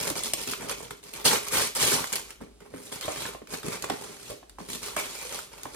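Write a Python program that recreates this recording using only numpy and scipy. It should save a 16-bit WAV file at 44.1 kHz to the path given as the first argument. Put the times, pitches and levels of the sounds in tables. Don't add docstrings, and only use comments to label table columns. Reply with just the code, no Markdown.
import sys
import numpy as np
from scipy import signal
from scipy.fft import rfft, irfft, next_fast_len
from scipy.io import wavfile

SR = 44100
rng = np.random.default_rng(int(sys.argv[2]) if len(sys.argv) > 2 else 0)


def output_pcm(signal):
    pcm = np.clip(np.atleast_2d(signal).T, -1, 1) * 32767
    wavfile.write(sys.argv[1], SR, np.round(pcm).astype(np.int16))


N = 253731
T = np.arange(N) / SR
FACET_RING_S = 0.0006

# frequency in Hz, gain in dB.
CRACKLE_SPECTRUM = [(500, -7), (1400, -22.5), (1800, -6.5), (2400, -4.5), (4500, 0.5), (7000, 2), (9500, 2),
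                    (11300, -3.5), (13700, 8), (15700, -14)]


def undb(db):
    return 10 ** (np.asarray(db) / 20)


def unit(x):
    return x / np.sqrt(np.mean(x ** 2))


def ring(x, response):
    return signal.fftconvolve(x, response)[:N]


def colour(x, points, size=4096):
    hz, db = np.transpose(points)
    bins_hz = np.fft.rfftfreq(size, 1 / SR)
    gain = undb(np.interp(np.log(bins_hz + 1), np.log(hz), db))
    cepstrum = irfft(np.log(gain))
    cepstrum[1:size // 2] *= 2
    cepstrum[size // 2 + 1:] = 0
    return ring(x, irfft(np.exp(rfft(cepstrum))))


def add(track, s, sound):
    start = max(int(s * SR), 0)
    track[start:start + len(sound)] += sound[:N - start]


def burst(decay_s, size=2048):
    return rng.standard_normal(size) * np.exp(-T[:size] / max(decay_s, 1 / SR))


def walk(per_s):
    knots = rng.standard_normal(N // 100)
    return 1.2 * np.interp(T * per_s, np.arange(len(knots)), knots)


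def grains(clicks, friction_db, decay_s, bend_db=0.5):
    band_edges_hz = [60, 300, 700, 1300, 2200, 3600, 5600, 8500, 12000, 17000]
    out, at = np.zeros(N), np.flatnonzero(clicks)
    for band in zip(band_edges_hz, band_edges_hz[1:]):
        tint_db = rng.standard_normal(N)[at].clip(-2, 2)
        energy = np.zeros(N)
        energy[at] = (clicks[at] * undb(tint_db)) ** 2
        energy = signal.lfilter([1], [1, -np.exp(-1 / (decay_s * SR))], energy)
        envelope = np.sqrt(energy / energy.mean() + undb(friction_db) ** 2)
        band_filter = signal.butter(2, band, "bandpass", fs=SR, output="sos")
        noise = signal.sosfilt(band_filter, rng.standard_normal(N))
        out += noise * envelope * undb(bend_db * walk(per_s=45))
    return out


def stroke(start, rise_s, hold_s, release_s, db, sheet_db, box_db, sag_db_per_s=0):
    age = T - start
    held = np.clip(age - rise_s, 0, max(hold_s, 0))
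    released = np.maximum(age - rise_s - hold_s, 0)
    effort = np.clip(age / rise_s, 0, 1) * undb(-sag_db_per_s * held) * np.exp(-released / release_s)
    return np.outer(undb([db, db + sheet_db, db + box_db]), effort)


def paper(strokes, per_s, scatter_db, bunch_db, friction_db, tilt_db, flex_hiss_db=-9, bend_db=1.24):
    # frequency in Hz, gain in dB.
    sheet_spectrum = [(150, -21), (380, 0.5), (570, 3.5), (690, -6.5), (900, 0.5), (1150, 0.5), (1550, -3),
                      (1800, -6), (2300, -1.5), (4500, -40.5)]
    # frequency in Hz, gain in dB.
    rub_spectrum = [(40, -14), (70, -11), (135, -2.5), (250, 1), (350, -9.5), (408, 5), (470, -2),
                    (750, -23.5), (2000, -43.5)]
    crackle_gain, sheet_gain, box_gain = np.sqrt(sum(gains ** 2 for gains in strokes))
    sizes = undb(scatter_db * np.minimum(rng.exponential(size=N), 3.5))
    chance = per_s / SR * undb(bunch_db * walk(per_s=60))
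    clicks = (rng.random(N) < chance) * sizes
    spectrum = [(hz, db + tilt_db * np.log2(hz)) for hz, db in CRACKLE_SPECTRUM]
    crackle = unit(colour(grains(clicks, friction_db, FACET_RING_S, bend_db), spectrum))
    sheet = unit(colour(grains(clicks, flex_hiss_db, 0.0014, bend_db), sheet_spectrum))
    box = unit(colour(grains(clicks, friction_db, decay_s=0.00034), rub_spectrum))
    return crackle_gain * crackle + sheet_gain * sheet + box_gain * box


def air():
    # frequency in Hz, relative level in dB.
    rumble_spectrum = [(30, -29), (40, -10), (51, 3.5), (75, -20), (420, -16), (700, -27), (2000, -33.5),
                       (8000, -34), (16000, -46)]
    mid, side = (unit(colour(rng.standard_normal(N), rumble_spectrum, size=16384)) for _ in range(2))
    return undb(-57.5) * (mid + undb(-12) * np.array([side, -side]))


def standing_waves(x):
    # frequency in Hz, level at resonance in dB over the direct sound, 60 dB decay time in seconds.
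    low_modes = [(49.4, -7, 1), (253, -18, 0.2), (410, -4, 0.61)]
    hum = np.zeros(N)
    for hz, db, t60 in low_modes:
        q = np.pi * hz * t60 / np.log(1000)
        hum += undb(db) * signal.lfilter(*signal.iirpeak(hz, q, fs=SR), x)
    return hum


def room(x, early_db, size=24000, count=600):
    late_db, t60_s = -6.5, 0.33
    first_echo_s, early_decay_s, tail_delay_s = 0.0009, 0.0042, 0.006
    t = T[:size]
    early = undb(early_db) * unit((t > first_echo_s) * np.exp(-t / early_decay_s)) / np.sqrt(size)
    late = undb(late_db) * unit((t > tail_delay_s) * undb(-60 * t / t60_s)) / np.sqrt(size)
    early = early[:size // 10]
    out = np.array([x + ring(x, late * rng.standard_normal(size)) for _ in range(2)])
    for moment in np.array_split(np.arange(N), count):
        for channel in out:
            echoes = np.convolve(x[moment], early * rng.standard_normal(len(early)))
            add(channel, T[moment[0]], echoes)
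    return out + standing_waves(x)


def scraping(rise_s=0.0019, release_s=0.012):
    # start in seconds, hold in seconds, level in dB,
    # pitch of the edge at the start in Hz, pitch at the end in Hz.
    scrapes = [(3.017, 0.029, -45.5, 2900, 3800), (3.262, 0.081, -53.5, 1470, 1170),
               (3.571, 0.033, -47, 450, 420), (4.972, 0.018, -40, 2300, 2290),
               (5.15, 0.07, -52, 2280, 2420), (5.226, 0.089, -51.5, 487, 520)]
    out = np.zeros(N)
    slip_times = 1. * (rng.random(N) < 400 / SR)
    slips = grains(slip_times, friction_db=0, decay_s=FACET_RING_S)
    for s, hold_s, db, start_hz, end_hz in scrapes:
        pitch = np.interp(T, [s, s + rise_s + hold_s], [start_hz, end_hz])
        turn = np.exp(2j * np.pi * np.cumsum(pitch) / SR)
        narrow = signal.butter(2, 0.06 * start_hz, fs=SR, output="sos")
        edge = unit((signal.sosfilt(narrow, slips / turn) * turn).real)
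        out += edge * stroke(s, rise_s, hold_s, release_s, db, 0, 0)[0]
    return out


def sliding(release_s=0.057):
    # start in seconds, rise in seconds, hold in seconds, rustle level in dB,
    # flexing sheet in dB over the rustle, rubbed box in dB over the rustle.
    slides = [(2.914, 0.0082, 0.011, -40, -4, -8), (3.01, 0.027, 0.014, -40.5, -2.5, -25),
              (3.083, 0.0053, 0.038, -38.5, -2.5, -14), (3.115, 0.064, 0.074, -39.5, -5, -8),
              (3.478, 0.047, 0.015, -41.5, -4.5, -4), (3.626, 0.031, 0.029, -43.5, -2.5, 3.5),
              (3.689, 0.016, 0.064, -43.5, -1.5, -8), (3.818, 0.0082, 0.015, -43, 1, 2.5),
              (3.9, 0.017, 0.2, -46, -3, -2), (4.11, 0.17, 0.028, -45.5, -9, -6.5),
              (4.582, 0.0084, 0.11, -55, -4.5, 1), (4.668, 0.062, 0.008, -37, -10, -6.5),
              (4.809, 0.028, 0.057, -39.5, -6, -10), (4.963, 0.0034, 0.025, -32.5, -3, -11.5),
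              (5.03, 0.014, .23, -42.5, -7, -16), (5.27, 0.049, 0.052, -38.5, -6, -14.5),
              (5.516, 0.0024, 0.26, -51.5, -1.5, -6.5)]
    pushes = (stroke(s, rise_s, hold_s, release_s, db, sheet_db, box_db)
              for s, rise_s, hold_s, db, sheet_db, box_db in slides)
    return paper(pushes, per_s=660, scatter_db=5.5, bunch_db=6.0, friction_db=-0.5, tilt_db=-1.5,
                 flex_hiss_db=-2)


def knocks(scuff_db=-29, slap_db=-8, size=8192):
    # start in seconds, level of the thud in dB,
    # pitch at contact in Hz, pitch of the struck panel in Hz, decay in seconds.
    blows = [(0.104, -28, 610, 280, 0.016), (0.156, -32, 800, 382, 0.0066),
             (0.336, -28.5, 840, 354, 0.0091), (0.63, -35.5, 700, 298, 0.022),
             (0.805, -36, 915, 348, 0.0069), (2.04, -33.5, 1170, 497, 0.0044),
             (2.412, -38, 815, 209.5, 0.035), (2.739, -32.5, 763, 268, 0.016),
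             (3.05, -33, 586, 473, 0.0059), (3.0809, -22.5, 832, 480, 0.0095),
             (3.094, -33, 560, 507, 0.006), (3.2543, -22.5, 1480, 1080, 0.0022),
             (3.349, -31.5, 1220, 326, 0.0064), (3.418, -36.5, 605, 218, 0.013),
             (3.54, -35, 1170, 220, 0.0033), (3.645, -32, 450, 295, 0.015),
             (3.841, -26.5, 1160, 405, 0.0045), (3.8994, -22.5, 1318, 264, 0.014),
             (4.3, -35, 507, 411, 0.033), (4.317, -36, 586, 397, 0.017), (4.429, -44, 1096, 380, 0.01),
             (4.585, -36, 1050, 267, 0.0094), (4.603, -35.5, 920, 170, 0.019),
             (4.759, -41, 695, 230, 0.008), (4.966, -23, 1366, 520, 0.007),
             (5.655, -29.5, 1100, 267, 0.0077)]
    # frequency in Hz, relative level in dB, 60 dB decay time in seconds.
    box_modes = [(136, 7, 0.19), (248, 2.5, 0.07), (311, 2.5, 0.14), (412, 2.5, 0.13), (570, 4, 0.04),
                 (948, 2.5, 0.051), (1073, 10.5, 0.066)]
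    slap_low_hz, slap_high_hz = 850, 2200
    thud_fall_s, thud_waver_db, box_ring_db = 0.0036, 1.6, -4
    out, age = np.zeros(N), T[:size]
    hz, mode_db, t60 = np.transpose(box_modes)[:, :, None]
    slap_band = signal.butter(2, (slap_low_hz, slap_high_hz), "bandpass", fs=SR, output="sos")
    detunings = rng.standard_normal((len(blows), len(box_modes), 1))
    for (s, db, contact_hz, panel_hz, decay_s), detune in zip(blows, detunings):
        pitch = panel_hz + (contact_hz - panel_hz) * np.exp(-age / thud_fall_s)
        pitch = pitch * undb(thud_waver_db * walk(per_s=400)[:size])
        thud = np.sin(2 * np.pi * np.cumsum(pitch) / SR) * np.exp(-age / decay_s)
        ratio = hz / contact_hz
        weight = undb(mode_db) * ratio / (1 + ratio ** 2) ** 1.5
        modes = np.sin(2 * np.pi * hz * (1 + 0.02 * detune) * age)
        ringing = np.sum(weight * undb(-60 * age / t60) * modes, axis=0)
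        push = signal.unit_impulse(size) + undb(scuff_db) * burst(decay_s, size)
        body = signal.fftconvolve(ringing, push)[:size]
        body = undb(box_ring_db) * body / np.abs(body).max()
        slap = signal.sosfilt(slap_band, burst(decay_s / 2, size))
        slap_gain = undb(slap_db) * contact_hz / slap_low_hz
        slap = slap_gain * slap / np.abs(slap).max()
        add(out, s, undb(db) * (thud + body + slap))
    return out


def crinkling(rise_s=0.0028, release_s=0.038):
    # start in seconds, hold in seconds, crackle level in dB,
    # flexing sheet in dB over the crackle, rubbed box in dB over the crackle.
    crinkles = [(-.02, 0.1, -33.5, -5.5, -9), (0.159, 0.039, -36, -6.5, -7.5),
                (0.241, 0.036, -34.5, -9.5, -12), (0.37, 0.046, -39.5, -6.5, -10),
                (0.423, 0.0066, -36, -18, -13), (0.472, 0.043, -34.5, -9, -8),
                (0.583, 0.078, -45.5, -1, -2), (0.684, 0.025, -36.5, -4.5, -11.5),
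                (0.771, 0.078, -47.5, -5.5, -2), (0.903, 0.0057, -47.5, -5.5, -1),
                (1.027, 0.078, -51, -7.5, -6), (1.131, 0.27, -45.5, -1.5, -6),
                (1.42, 0.063, -43, -5.5, -10.5), (1.752, 0.055, -32, -8, -21), (2.02, 0.11, -43, -8, -37),
                (2.119, 0.05, -38.5, -4, -8.5), (2.255, 0.056, -55, -2, -10),
                (2.404, 0.0073, -55, 1.5, 10.5), (2.604, 0.17, -62, 1.5, 6.5),
                (2.732, 0.085, -52.5, -4.5, 4.5), (2.816, 0.14, -47.5, -9, -9.5)]
    grips = (stroke(s, rise_s, hold_s, release_s, db, sheet_db, box_db)
             for s, hold_s, db, sheet_db, box_db in crinkles)
    return paper(grips, per_s=380, scatter_db=1.0, bunch_db=3.0, friction_db=-8, tilt_db=-0.95, bend_db=1.9)


def snaps(crack_s=0.0009, flutter_s=0.007, flutter_db=-17):
    # start in seconds, crack level in dB, level of the facet's pop in dB,
    # both ahead of the spectra.
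    creases = [(0.075, -25, -29), (0.1009, -16.5, -23), (0.1547, -26, -14), (0.236, -17.5, -33),
               (0.3355, -11, -26), (0.5346, -28, -10.5), (0.6949, -22, -17), (0.9081, -38, -15),
               (1.039, -33, -51), (1.137, -26, -28), (1.253, -16, -18), (1.3574, -33, -9),
               (1.4335, -33, -29), (1.484, -21.5, -25), (1.551, -25, -11), (1.6723, -18.5, -22),
               (1.7505, -20, -25), (1.827, -12, -20), (1.852, -20, -21), (2.0423, -25, -10),
               (2.128, -15.5, -33), (2.1335, -18, -31), (2.156, -13, -22), (2.162, -17.5, -22),
               (2.306, -27.5, -19), (2.6042, -46, -31.5), (3.0107, -22.5, -13.5), (3.081, -30, -17),
               (3.4725, -39.5, -28), (3.5409, -32, -14.5), (3.632, -31, -21), (3.8235, -21.5, -30),
               (3.8435, -23, -17), (3.8991, -19.5, -6.5), (4.4957, -36.5, -30.5), (4.586, -44, -40),
               (4.6903, -33, -27.5), (4.7318, -21.5, -31), (4.8612, -23.5, -35), (4.964, -26, -16),
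               (5.39, -29, -16), (5.6333, -26, -32)]
    # frequency in Hz, gain in dB.
    pop_spectrum = [(300, -45), (800, -7.5), (1400, -4.5), (2300, -6.5), (4000, -19), (9000, -40)]
    cracks, pops = np.zeros((2, N))
    for s, crack_db, pop_db in creases:
        add(cracks, s, undb(crack_db) * (burst(crack_s) + undb(flutter_db) * burst(flutter_s)))
        add(pops, s, undb(pop_db) * burst(2 * crack_s))
    return colour(cracks, CRACKLE_SPECTRUM) + colour(pops, pop_spectrum)


def ripping(release_s=0.026, sag_db_per_s=24.5):
    # start in seconds, rise in seconds, hold in seconds,
    # crackle level in dB, flexing sheet in dB over the crackle, rubbed box in dB over the crackle.
    rips = [(1.242, 0.022, 0.016, -18, -8.5, -10.5), (1.299, 0.013, 0.037, -25, -4.5, -10),
            (1.504, 0.031, 0.023, -27, -5.5, -11), (1.565, 0.0087, 0.072, -27.5, -5.5, -12.5),
            (1.765, 0.058, 0.12, -24.5, -8.5, -11), (1.899, 0.029, 0.08, -32, -3.5, -6.5)]
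    pulls = (stroke(s, rise_s, hold_s, release_s, db, sheet_db, box_db, sag_db_per_s)
             for s, rise_s, hold_s, db, sheet_db, box_db in rips)
    return paper(pulls, per_s=2600, scatter_db=3.0, bunch_db=2.5, friction_db=-6, tilt_db=-0.95)


def scene():
    wrapping = crinkling() + ripping() + sliding() + snaps() + scraping()
    return room(wrapping, early_db=-5) + room(knocks(), early_db=-11) + air()


def record(dry):
    # frequency in Hz, phase by which left leads in radians,
    # gain of the side signal in dB, left minus right level in dB.
    stereo_image = [(97, 0.5, -15, 1.5), (173, 1, -12, 1), (321, 1, 1, -0.5), (440, 1.62, -7, -4),
                    (722, 0.5, 12, -0.5), (1020, 1, -0.5, -4.5), (1940, -1, 5, 0), (3090, -1.5, 11, 0.5),
                    (5050, -2, 4.5, -2.5), (7800, -2, 2.5, -1.5), (8760, 0, -5, -0.5), (11360, 0, -19, 1),
                    (12270, 2.5, 10, -1.5), (12970, 3.5, -24, 1), (16800, 1.5, -40, -2.5)]
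    size = next_fast_len(N + 4096)
    hz, *columns = np.transpose(stereo_image)
    bins_hz = np.fft.rfftfreq(size, 1 / SR)
    phase, side_db, pan_db = (np.interp(bins_hz, hz, column) for column in columns)
    left, right = rfft(dry, size)
    mid, side = (left + right) / 2, undb(side_db) * (left - right) / 2
    turn = undb(pan_db / 2) * np.exp(0.5j * phase)
    heard = irfft(np.array([(mid + side) * turn, (mid - side) / turn]), size)[:, :N]
    bass_cut = signal.butter(4, 41, "highpass", fs=SR, output="sos")
    top_cut = signal.ellip(8, 0.2, 70, 15900, fs=SR, output="sos")
    return signal.sosfilt(top_cut, signal.sosfilt(bass_cut, heard))


dry = scene()
out = record(dry)
output_pcm(out)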